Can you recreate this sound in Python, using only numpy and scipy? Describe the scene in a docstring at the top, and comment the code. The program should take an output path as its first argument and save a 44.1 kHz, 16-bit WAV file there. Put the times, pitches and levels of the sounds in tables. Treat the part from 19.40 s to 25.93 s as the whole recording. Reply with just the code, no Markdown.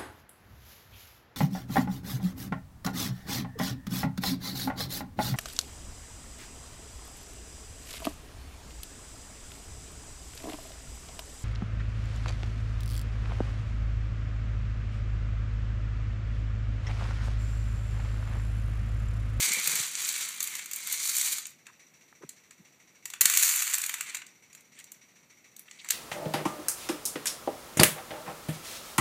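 """A metal baking tray on a kitchen floor, heard from close by through one small microphone.
An appliance chatters faintly in the hard-walled room throughout. For two seconds small hands stir dry
popcorn kernels: the pile rattles, the pushed pan booms softly, single kernels click on the sheet metal.
A lull follows, with a few dull bumps and scuffs. Near 3.8 s two fistfuls rain back in for about a
second, and a few more kernels shift and click up to the end."""
import sys
import numpy as np
from scipy import signal
from scipy.fft import rfft, irfft
from scipy.io import wavfile
from scipy.ndimage import uniform_filter1d

SR = 44100
rng = np.random.default_rng(int(sys.argv[2]) if len(sys.argv) > 2 else 0)


def waveform_to_disk(signal):
    """Save audio, clipped to [-1, 1], as 16-bit WAV at the path in sys.argv[1]."""
    frames = np.transpose(np.atleast_2d(signal))
    scaled = np.clip(frames, -1, 1) * 32767
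    samples = np.round(scaled).astype(np.int16)
    wavfile.write(sys.argv[1], SR, samples)


N = 287973
TIME = np.arange(N) / SR
FREQ_HZ = np.fft.rfftfreq(N, 1 / SR)


def amp(db):
    """Decibels to gain."""
    return 10 ** (np.asarray(db) / 20)


def unit_rms(x):
    """Scales to an rms of one."""
    return x / np.sqrt(np.mean(x ** 2) + 1e-20)


def curve_at(points, hz):
    """Reads a table along a log-frequency axis."""
    freq_hz, value = np.transpose(points)
    return np.interp(np.log(hz + 1), np.log(freq_hz + 1), value)


def add(mix, start_s, sound):
    """Mixes a sound in at start_s."""
    part = mix[max(round(start_s * SR), 0):][:len(sound)]
    part += sound[:len(part)]


def colour(x, spectrum, size=2048):
    """Causal filter with the given spectrum, so that attacks stay sharp."""
    log_gain = np.log(amp(curve_at(spectrum, abs(np.fft.fftfreq(size, 1 / SR)))))
    taps = np.fft.ifft(np.exp(np.conj(signal.hilbert(log_gain)))).real
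    return signal.fftconvolve(x, taps[:size // 2])[:len(x)]


def blend(x, ring_db, fizz_db):
    """Balances the pan's low ring and the husks' high fizz against the kernels' clack, at rms one."""
    hz, spectrum = np.fft.rfftfreq(len(x), 1 / SR), rfft(x)
    low = 1 / (1 + (hz / 3200) ** 10)
    high = 1 - 1 / (1 + (hz / 10000) ** 20)
    ring, clack, fizz = (unit_rms(irfft(spectrum * band, len(x))) for band in (low, 1 - low - high, high))
    return clack + amp(ring_db) * ring + amp(fizz_db) * fizz


def contact(t60_s, rise_s=.0008, size=3072):
    """One hard contact: a crowd of heavily damped modes, made as decaying noise, and its envelope."""
    t = np.arange(size) / SR
    envelope = (1 - np.exp(-t / rise_s)) * amp(-60 * t / t60_s)
    return envelope * rng.standard_normal(size), envelope / envelope.max()


# Room tone of the kitchen: freq_hz, relative_db
ROOM_SPECTRUM = [(30, -21), (70, -11), (130, -1.5), (230, 0), (400, -5.5), (800, -10.5), (1300, -11.5),
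                 (3200, -18.5), (7500, -16.5), (10000, -27.5), (14000, -17), (15500, -27.5)]


def room_tone(level_db=-66.33):
    """Steady rumble and hiss all round the microphone."""
    spectrum = rfft(rng.standard_normal(N)) * amp(curve_at(ROOM_SPECTRUM, FREQ_HZ))
    return amp(level_db) * unit_rms(irfft(spectrum, N))


# Resonances of the appliance's loose panel, in the background: pitch_hz, width_hz, relative_db
PANEL_MODES = [(1950, 200, -5), (2230, 260, -1), (2630, 140, -6), (3950, 900, -12), (5850, 220, 1),
               (7200, 1800, -13)]
# Its slightly unsteady pace, about 14 beats a second: time_s, beat_count
PANEL_BEATS = [(0, 0), (2.392, 34), (3.245, 46), (3.62, 51), (5.61, 78), (6.11, 85), (6.54, 91)]


def appliance(level_db=-62, weak_db=-2.5):
    """A shaking motor makes a loose panel chatter twice a turn, strong then weak."""
    beat, phase = np.divmod(np.interp(TIME, *np.transpose(PANEL_BEATS)), 1)
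    strength = amp(weak_db * (beat % 2) + rng.standard_normal(128)[beat.astype(int)])
    envelope = .1 + strength * np.minimum(phase / .1, 1) * amp(-14 * phase)
    power = sum(amp(db) ** 2 / (1 + (2 * (FREQ_HZ - hz) / width) ** 2) for hz, width, db in PANEL_MODES)
    chatter = irfft(rfft(envelope * rng.standard_normal(N)) * np.sqrt(power), N)
    return amp(level_db) * unit_rms(chatter)


def rattle(levels, spectrum, per_s, spread_db, clump_db, t60_s=.016, grain_count=80):
    """A clumpy hail of kernel contacts, mostly small. Rows of levels: time_s, clack_db, ring_db, fizz_db."""
    time_s, *columns = np.transpose(levels)
    t = TIME[(TIME >= time_s[0]) & (TIME <= time_s[-1])]
    clack_db, ring_db, fizz_db = (np.interp(t, time_s, column) for column in columns)
    chance, size, kind = rng.random((3, N))[:, :len(t)]
    clumps = unit_rms(uniform_filter1d(rng.standard_normal(N), size=500))[:len(t)]  # the pile gives way
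    hit_db = spread_db * np.minimum(-np.log(size + 1e-9), 4) + clump_db * clumps
    hits = (chance < per_s / SR) * amp(hit_db)
    hits /= np.sqrt(abs(uniform_filter1d(hits ** 2, size=3000)) + 1e-4)  # evens out slow swings
    grains, out = np.zeros(len(t)), np.zeros(N)
    for k in range(grain_count):
        own_hits = hits * ((kind * grain_count).astype(int) == k)
        grains += signal.oaconvolve(own_hits, unit_rms(contact(t60_s)[0]))[:len(t)]
    sound = amp(clack_db) * blend(colour(grains, spectrum), ring_db - clack_db, fizz_db - clack_db)
    add(out, time_s[0], sound * signal.windows.tukey(len(t), min(300 / len(t), 1)))
    return out


# Band in which the bare bottom of the pan rings: low_hz, high_hz
BOTTOM_BAND = [1930, 2420]


def pan_bottom(drive):
    """The broad ring of the pan's bottom, as strong as the rattle that drives it."""
    band = signal.butter(2, BOTTOM_BAND, "bandpass", fs=SR, output="sos")
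    return np.std(drive) * unit_rms(signal.sosfilt(band, drive))


# Hands through the pile, the last strokes scooping two fistfuls: start_s, end_s, clack_db, ring_db, fizz_db
HAND_STROKES = [(0, 0.059, -27, -35, -31), (0.14, .18, -33.5, -38, -40), (0.26, 0.428, -31.5, -38, -37.5),
                (0.586, 0.835, -35, -41.5, -43), (0.893, 0.972, -46, -48.5, -60),
                (1.03, 1.193, -43, -46.5, -48), (1.34, 1.44, -44.5, -51, -56),
                (1.517, 1.547, -34.5, -42.5, -36.5), (1.637, 1.928, -32, -43, -34.5)]


def stir_levels(rise_db_per_s=123, fall_db_per_s=147, fizz_haste=2.1, stop_s=2.14):
    """Level rows for the rattle: each stroke builds up, holds and dies away, the fizz fastest."""
    t, power = np.linspace(0, stop_s, 215), 0
    for start_s, end_s, *held_db in HAND_STROKES:
        drop_db = np.maximum(rise_db_per_s * (start_s - t), fall_db_per_s * (t - end_s)).clip(min=0)
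        power = power + amp(np.array(held_db) - np.outer(drop_db, [1, 1, fizz_haste])) ** 2
    return np.column_stack([t, 10 * np.log10(power + 1e-12)])


# Kernel on kernel, close up: freq_hz, relative_db
PILE_SPECTRUM = [(60, -36), (250, -25.5), (700, -28), (1200, -17), (1700, -13.5), (2200, -7.5),
                 (2750, -12.5), (3200, -7.5), (4100, 1.5), (5600, 4), (7300, 8), (9000, 3), (11000, -6.5),
                 (15000, -9)]
# Ring from kernels dragged over the bare bottom: time_s, relative_db
BOTTOM_DRAG = [(0, -14), (.17, 0.5), (.25, -30), (.75, -46), (1.15, -6), (1.5, -11), (2.1, -15)]


def stir(gain_db=-1, drag_db=-9.5, waver_db=3):
    """Stirring grinds many kernels together and rings the pan's bottom; that ring comes and goes."""
    grind = rattle(stir_levels(), PILE_SPECTRUM, per_s=3400, spread_db=3.0, clump_db=1.52)
    waver = unit_rms(uniform_filter1d(rng.standard_normal(N), size=1800))
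    bottom_db = np.interp(TIME, *np.transpose(BOTTOM_DRAG)) + waver_db * waver + drag_db
    return amp(gain_db) * (grind + amp(bottom_db) * pan_bottom(grind))


def finger_crackle(per_s=100, gain_db=7, spread_db=6, highpass_hz=6000, cap_db=-38):
    """Kernels pinched between the fingers slip with tiny bright ticks, clearest in light handling."""
    time_s, push_db = stir_levels().T[:2]
    chance, size = rng.random(N), rng.standard_normal(N)
    tick_db = np.minimum(np.interp(TIME, time_s, push_db), cap_db) + gain_db + spread_db * size
    out = np.zeros(N)
    for i in np.flatnonzero((chance < per_s / SR) & (TIME < time_s[-1])):
        add(out, TIME[i], amp(tick_db[i]) * contact(t60_s=.0078, rise_s=.00013)[0])
    return signal.sosfilt(signal.butter(3, highpass_hz, "highpass", fs=SR, output="sos"), out)


# Low modes of the loaded pan on the floor: pitch_hz, relative_db, t60_s
PAN_MODES = [(95, -22, 0.32), (151.6, -5, 0.22), (211.7, -8, 0.18), (283, -6.5, .08), (416, -5.5, 0.12),
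             (465, -2, 0.059), (551, -5, 0.082), (835, -9.5, .2)]
# Pushes and blows that flex it: start_s, relative_db
PAN_PUSHES = [(0.074, -38), (0.168, -35.5), (0.273, -35), (0.329, -37), (0.384, -41), (3.809, -41),
              (3.853, -46), (4.023, -48)]


def pan_boom(gain_db=-8, rise_s=.0022):
    """The pan flexes in its low modes, in a mix that depends on where the metal is touched."""
    out, t = np.zeros(N), np.arange(SR // 2) / SR
    modes = [amp(db - 60 * t / t60_s) * np.sin(2 * np.pi * hz * t) for hz, db, t60_s in PAN_MODES]
    attack = 1 - np.exp(-t / rise_s)
    for start_s, db in PAN_PUSHES:
        weights = rng.uniform(0.52, 1.32, len(modes)) * rng.choice([-1, 1], len(modes))
        add(out, start_s, amp(db + gain_db) * attack * (weights @ modes))
    return out


# Dull bumps and scuffs, faint at the microphone: start_s, level_db, pitch_hz, length_s
SOFT_CONTACTS = [(0.1, -43, 238, 0.0086), (.388, -46, 150, 0.023), (2.267, -56.5, 1360, 0.045),
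                 (2.725, -50, 1150, 0.0044), (2.805, -54.5, 348, 0.018), (2.814, -53, 1310, 0.035),
                 (2.828, -43.5, 338, 0.015), (2.831, -48, 203, 0.021), (3.189, -52, 155, 0.018),
                 (3.806, -49.5, 258, 0.0055), (3.85, -49, 170, 0.011), (5.366, -54, 2410, 0.049),
                 (6.279, -50.5, 2180, 0.013), (6.385, -47.5, 3530, 0.027), (6.44, -53, 1300, 0.036)]


def bumps(band_ratio=1.47, size=4096):
    """Soft contacts without a ring: a short puff of noise round one pitch."""
    out, t = np.zeros(N), np.arange(size) / SR
    for start_s, db, hz, length_s in SOFT_CONTACTS:
        envelope = np.sin(np.pi * np.minimum(t / length_s, 1))
        band = signal.butter(3, [hz / band_ratio, hz * band_ratio], "bandpass", fs=SR, output="sos")
        puff = signal.sosfilt(band, envelope * rng.standard_normal(size))
        add(out, start_s, amp(db) * np.sqrt(np.mean(envelope ** 2)) * unit_rms(puff))
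    return out


def strays(levels, per_s, over_db, ring_db=-18, fizz_db=-12, spread_db=2.5):
    """Strike rows for kernels that jump out of a moving pile at random, as strongly as it moves."""
    time_s, clack_db = levels.T[:2]
    gap, size, ring, fizz = rng.uniform(-1, 1, (40, 4)).T
    start_s = time_s[0] + np.cumsum(1 + gap) / per_s
    db = np.interp(start_s, time_s, clack_db) + over_db + spread_db * size
    rows = np.transpose([start_s, db, ring_db + 2 * spread_db * ring, fizz_db + 2 * spread_db * fizz])
    return list(rows[start_s < time_s[-1]])


# Kernel on sheet metal, close up: freq_hz, relative_db
STRIKE_SPECTRUM = [(60, -48), (250, -42), (650, -27.5), (1200, -12), (1700, -8), (2350, -3.5), (3100, -6.5),
                   (4200, 0.5), (5600, 2), (7300, 10.5), (9000, 1.5), (11000, -15), (14000, -10.5),
                   (15500, -18)]
# Kernels that strike clear of the rattle: start_s, relative_db, ring_share_db, fizz_share_db
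KERNEL_STRIKES = [(.118, -12.5, -15, -19), (.133, -17, -22, -8), (0.2736, -10, -17.5, -9.5),
                  (0.5518, -17.5, -22, -26), (.647, -16.5, -26, -21), (.689, -14.5, -29, -15),
                  (.8876, -22, -31, -12), (1.0041, -14.5, -21, -15), (1.027, -17.5, -30, -6.5),
                  (1.039, -25, -20, -2), (1.0726, -20, -22, -11), (1.152, -19.5, -15, -15),
                  (1.192, -24, -10.5, -20), (1.258, -26, -16, -12), (1.312, -24.5, -17.5, -8),
                  (1.333, -18.5, -25, -13), (1.36, -24, -25, -3.5), (1.472, -25, -12, -7),
                  (1.525, -16, -25, -7), (1.766, -13.5, -23, -10.5), (1.782, -14, -24, -10),
                  (1.8115, -12.5, -20, -15), (1.86, -17.5, -17, -13), (1.983, -20, -17, -13),
                  (2.054, -23, -17, -31), (2.067, -28, -22, -10.5), (2.267, -35, -7, -20),
                  (2.891, -25.5, -28, -15.5), (3.108, -36.5, -13.5, -23), (3.655, -21, -15.5, -13),
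                  (3.701, -27, -17, -14), (3.736, -24.5, -8.5, -16), (3.809, -4, -19, -8),
                  (3.814, -7, -17, -7), (3.855, -2, -18.5, -12.5), (3.898, -10, -16, -10),
                  (3.937, -13, -12, -11), (3.972, -5, -18.5, -11), (3.987, -17, -15, -12),
                  (4.0259, -9.5, -19, -8), (4.032, -8.5, -20, -11), (4.16, -19.5, -28, -1.5),
                  (4.2213, -14, -15.5, -8.5), (4.276, -20.5, -10, -15), (4.301, -21, -18, -14),
                  (4.336, -11.5, -22, -17), (4.341, -10.5, -18.5, -14), (4.351, -19, -20, -6),
                  (4.382, -18.5, -14, -7), (4.416, -17, -33, -12), (4.438, -16.5, -14, -15),
                  (4.462, -18.5, -25, -8), (4.494, -19.5, -8, -8.5), (4.54, -18.5, -10, -12),
                  (4.608, -17, -11.5, -13.5), (4.746, -19, -12, -18), (4.752, -23.5, -12, -13),
                  (4.7686, -24.5, -13, -20), (4.818, -34, -4, -27), (4.865, -34.5, -23, -20),
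                  (5.129, -38, -16, -18), (5.149, -34, -16, -15), (5.2066, -44.5, -25, -11),
                  (5.389, -34.5, -26, -16), (5.398, -36.5, -24, -18), (5.441, -34.5, -24, -16),
                  (5.518, -31, -23, -8.5), (6.164, -33.5, -24, -12), (6.193, -36.5, -34, -2.5),
                  (6.311, -32, -13, -26), (6.445, -32.5, -8.5, -17), (6.4871, -20.5, -17.5, -16),
                  (6.501, -23, -13, -18), (6.505, -7.5, -18.5, -12.5), (6.52, -23, -10, -21)]


def kernel_clicks(gain_db=-10.5, ring_lift_db=8, fizz_lift_db=9):
    """Single kernels hit the pan or the floor, each ringing in its own way."""
    out = np.zeros(N)
    stirred = strays(stir_levels(), per_s=14, over_db=10)
    poured = strays(pour_levels(), per_s=15, over_db=6.5)
    for start_s, db, ring_db, fizz_db in KERNEL_STRIKES + stirred + poured:
        burst, envelope = contact(t60_s=.018, rise_s=.0016)
        click = blend(colour(burst, STRIKE_SPECTRUM), ring_db + ring_lift_db, fizz_db + fizz_lift_db)
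        add(out, start_s, amp(db + gain_db) * np.sqrt(np.mean(envelope ** 2)) * click)
    return out


# A wash behind the clicks before the pour, then small shifts of kernels to the end:
# start_s, end_s, final_relative_db
FAINT_SWELLS = [(3.648, 3.77, -54.5), (4.642, 4.71, -39), (5.081, 5.17, -63), (5.32, 5.415, -53.5),
                (6.269, 6.53, -51)]


def faint_rattles(gain_db=-1.5, swell_db=17, ring_db=-2.5, fizz_db=-15, bottom_db=-7):
    """Each faint rattle swells to its end and rings the pan's bottom."""
    swells = np.zeros(N)
    for start_s, end_s, db in FAINT_SWELLS:
        final_db = db + np.array([0, ring_db, fizz_db])
        levels = [(start_s, *(final_db - swell_db)), (end_s, *final_db)]
        swells += rattle(levels, PILE_SPECTRUM, per_s=1700, spread_db=3.5, clump_db=0.5)
    return amp(gain_db) * (swells + amp(bottom_db) * pan_bottom(swells))


def pour_levels(start_s=3.825, peak_s=4.05, empty_s=4.77, stop_s=4.89,
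                swell_db_per_s=45, drain_db_per_s=40.5, stop_db_per_s=170):
    """Level rows for the rattle: it swells as the fists open, thins as they drain, stops once empty."""
    t = np.linspace(start_s, stop_s, 100)
    peak_db, follows_flow = [-22.5, -32.5, -24.5], [1, 0.61, 1.23]  # clack, ring, fizz
    flow_db = np.minimum(swell_db_per_s * (t - peak_s), drain_db_per_s * (peak_s - t))
    cutoff_db = stop_db_per_s * np.maximum(t - empty_s, 0)
    return np.column_stack([t, np.outer(flow_db, follows_flow) + peak_db - cutoff_db[:, None]])


def pour(gain_db=-4):
    """Two fistfuls of kernels rain back onto the sheet metal."""
    return amp(gain_db) * rattle(pour_levels(), STRIKE_SPECTRUM, per_s=2000, spread_db=3.5, clump_db=1.0)


# Reverberation of the hard-walled kitchen, longest in the mids: freq_hz, t60_s
KITCHEN_DECAY = [(200, 0.13), (2000, 0.38), (7000, 0.2), (15000, 0.2)]


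def kitchen_reflections(source, gap_s=.005, per_s=4000, tail_count=3):
    """Dense echoes off floor, cupboards and walls; three tails crossfade steadily so no pitch lingers."""
    out = np.zeros(N)
    for k in range(tail_count):
        echoes = rng.standard_normal(SR) * (rng.random(SR) < per_s / SR) * (TIME[:SR] > gap_s)
        hz, t, spectra = signal.stft(echoes, SR, nperseg=128)
        decay = amp(-60 * t / curve_at(KITCHEN_DECAY, hz)[:, None])
        tail = signal.istft(spectra * decay, SR, nperseg=128)[1]
        share = np.sqrt(2 / tail_count) * np.cos(np.pi * (10 * TIME + k / tail_count))  # powers sum to one
        out += signal.fftconvolve(source * share, tail / np.linalg.norm(tail))[:N]
    return out


def scene(reflections_db=-8):
    """What reaches the microphone, in mono: the tray up close, the kitchen behind it."""
    tray = stir() + finger_crackle() + pan_boom() + kernel_clicks() + faint_rattles() + pour()
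    room = amp(reflections_db) * kitchen_reflections(tray) + room_tone() + appliance()
    return (tray + bumps() + room)[None]


def record(dry, notch_hz=5150, notch_width_hz=260, notch_db=-9, bass_hz=62, top_hz=15420):
    """The small microphone has one narrow dip from its port and loses the deep bass and the very top."""
    dip = amp(notch_db * np.exp(-((FREQ_HZ - notch_hz) / notch_width_hz) ** 2))
    bass_cut = signal.butter(2, bass_hz, "highpass", fs=SR, output="sos")
    top_cut = signal.firwin(301, top_hz, window=("kaiser", 9), fs=SR)
    heard = signal.sosfilt(bass_cut, irfft(rfft(dry) * dip, N))
    return signal.oaconvolve(heard, top_cut[None], "same")


dry = scene()
out = record(dry)
waveform_to_disk(out)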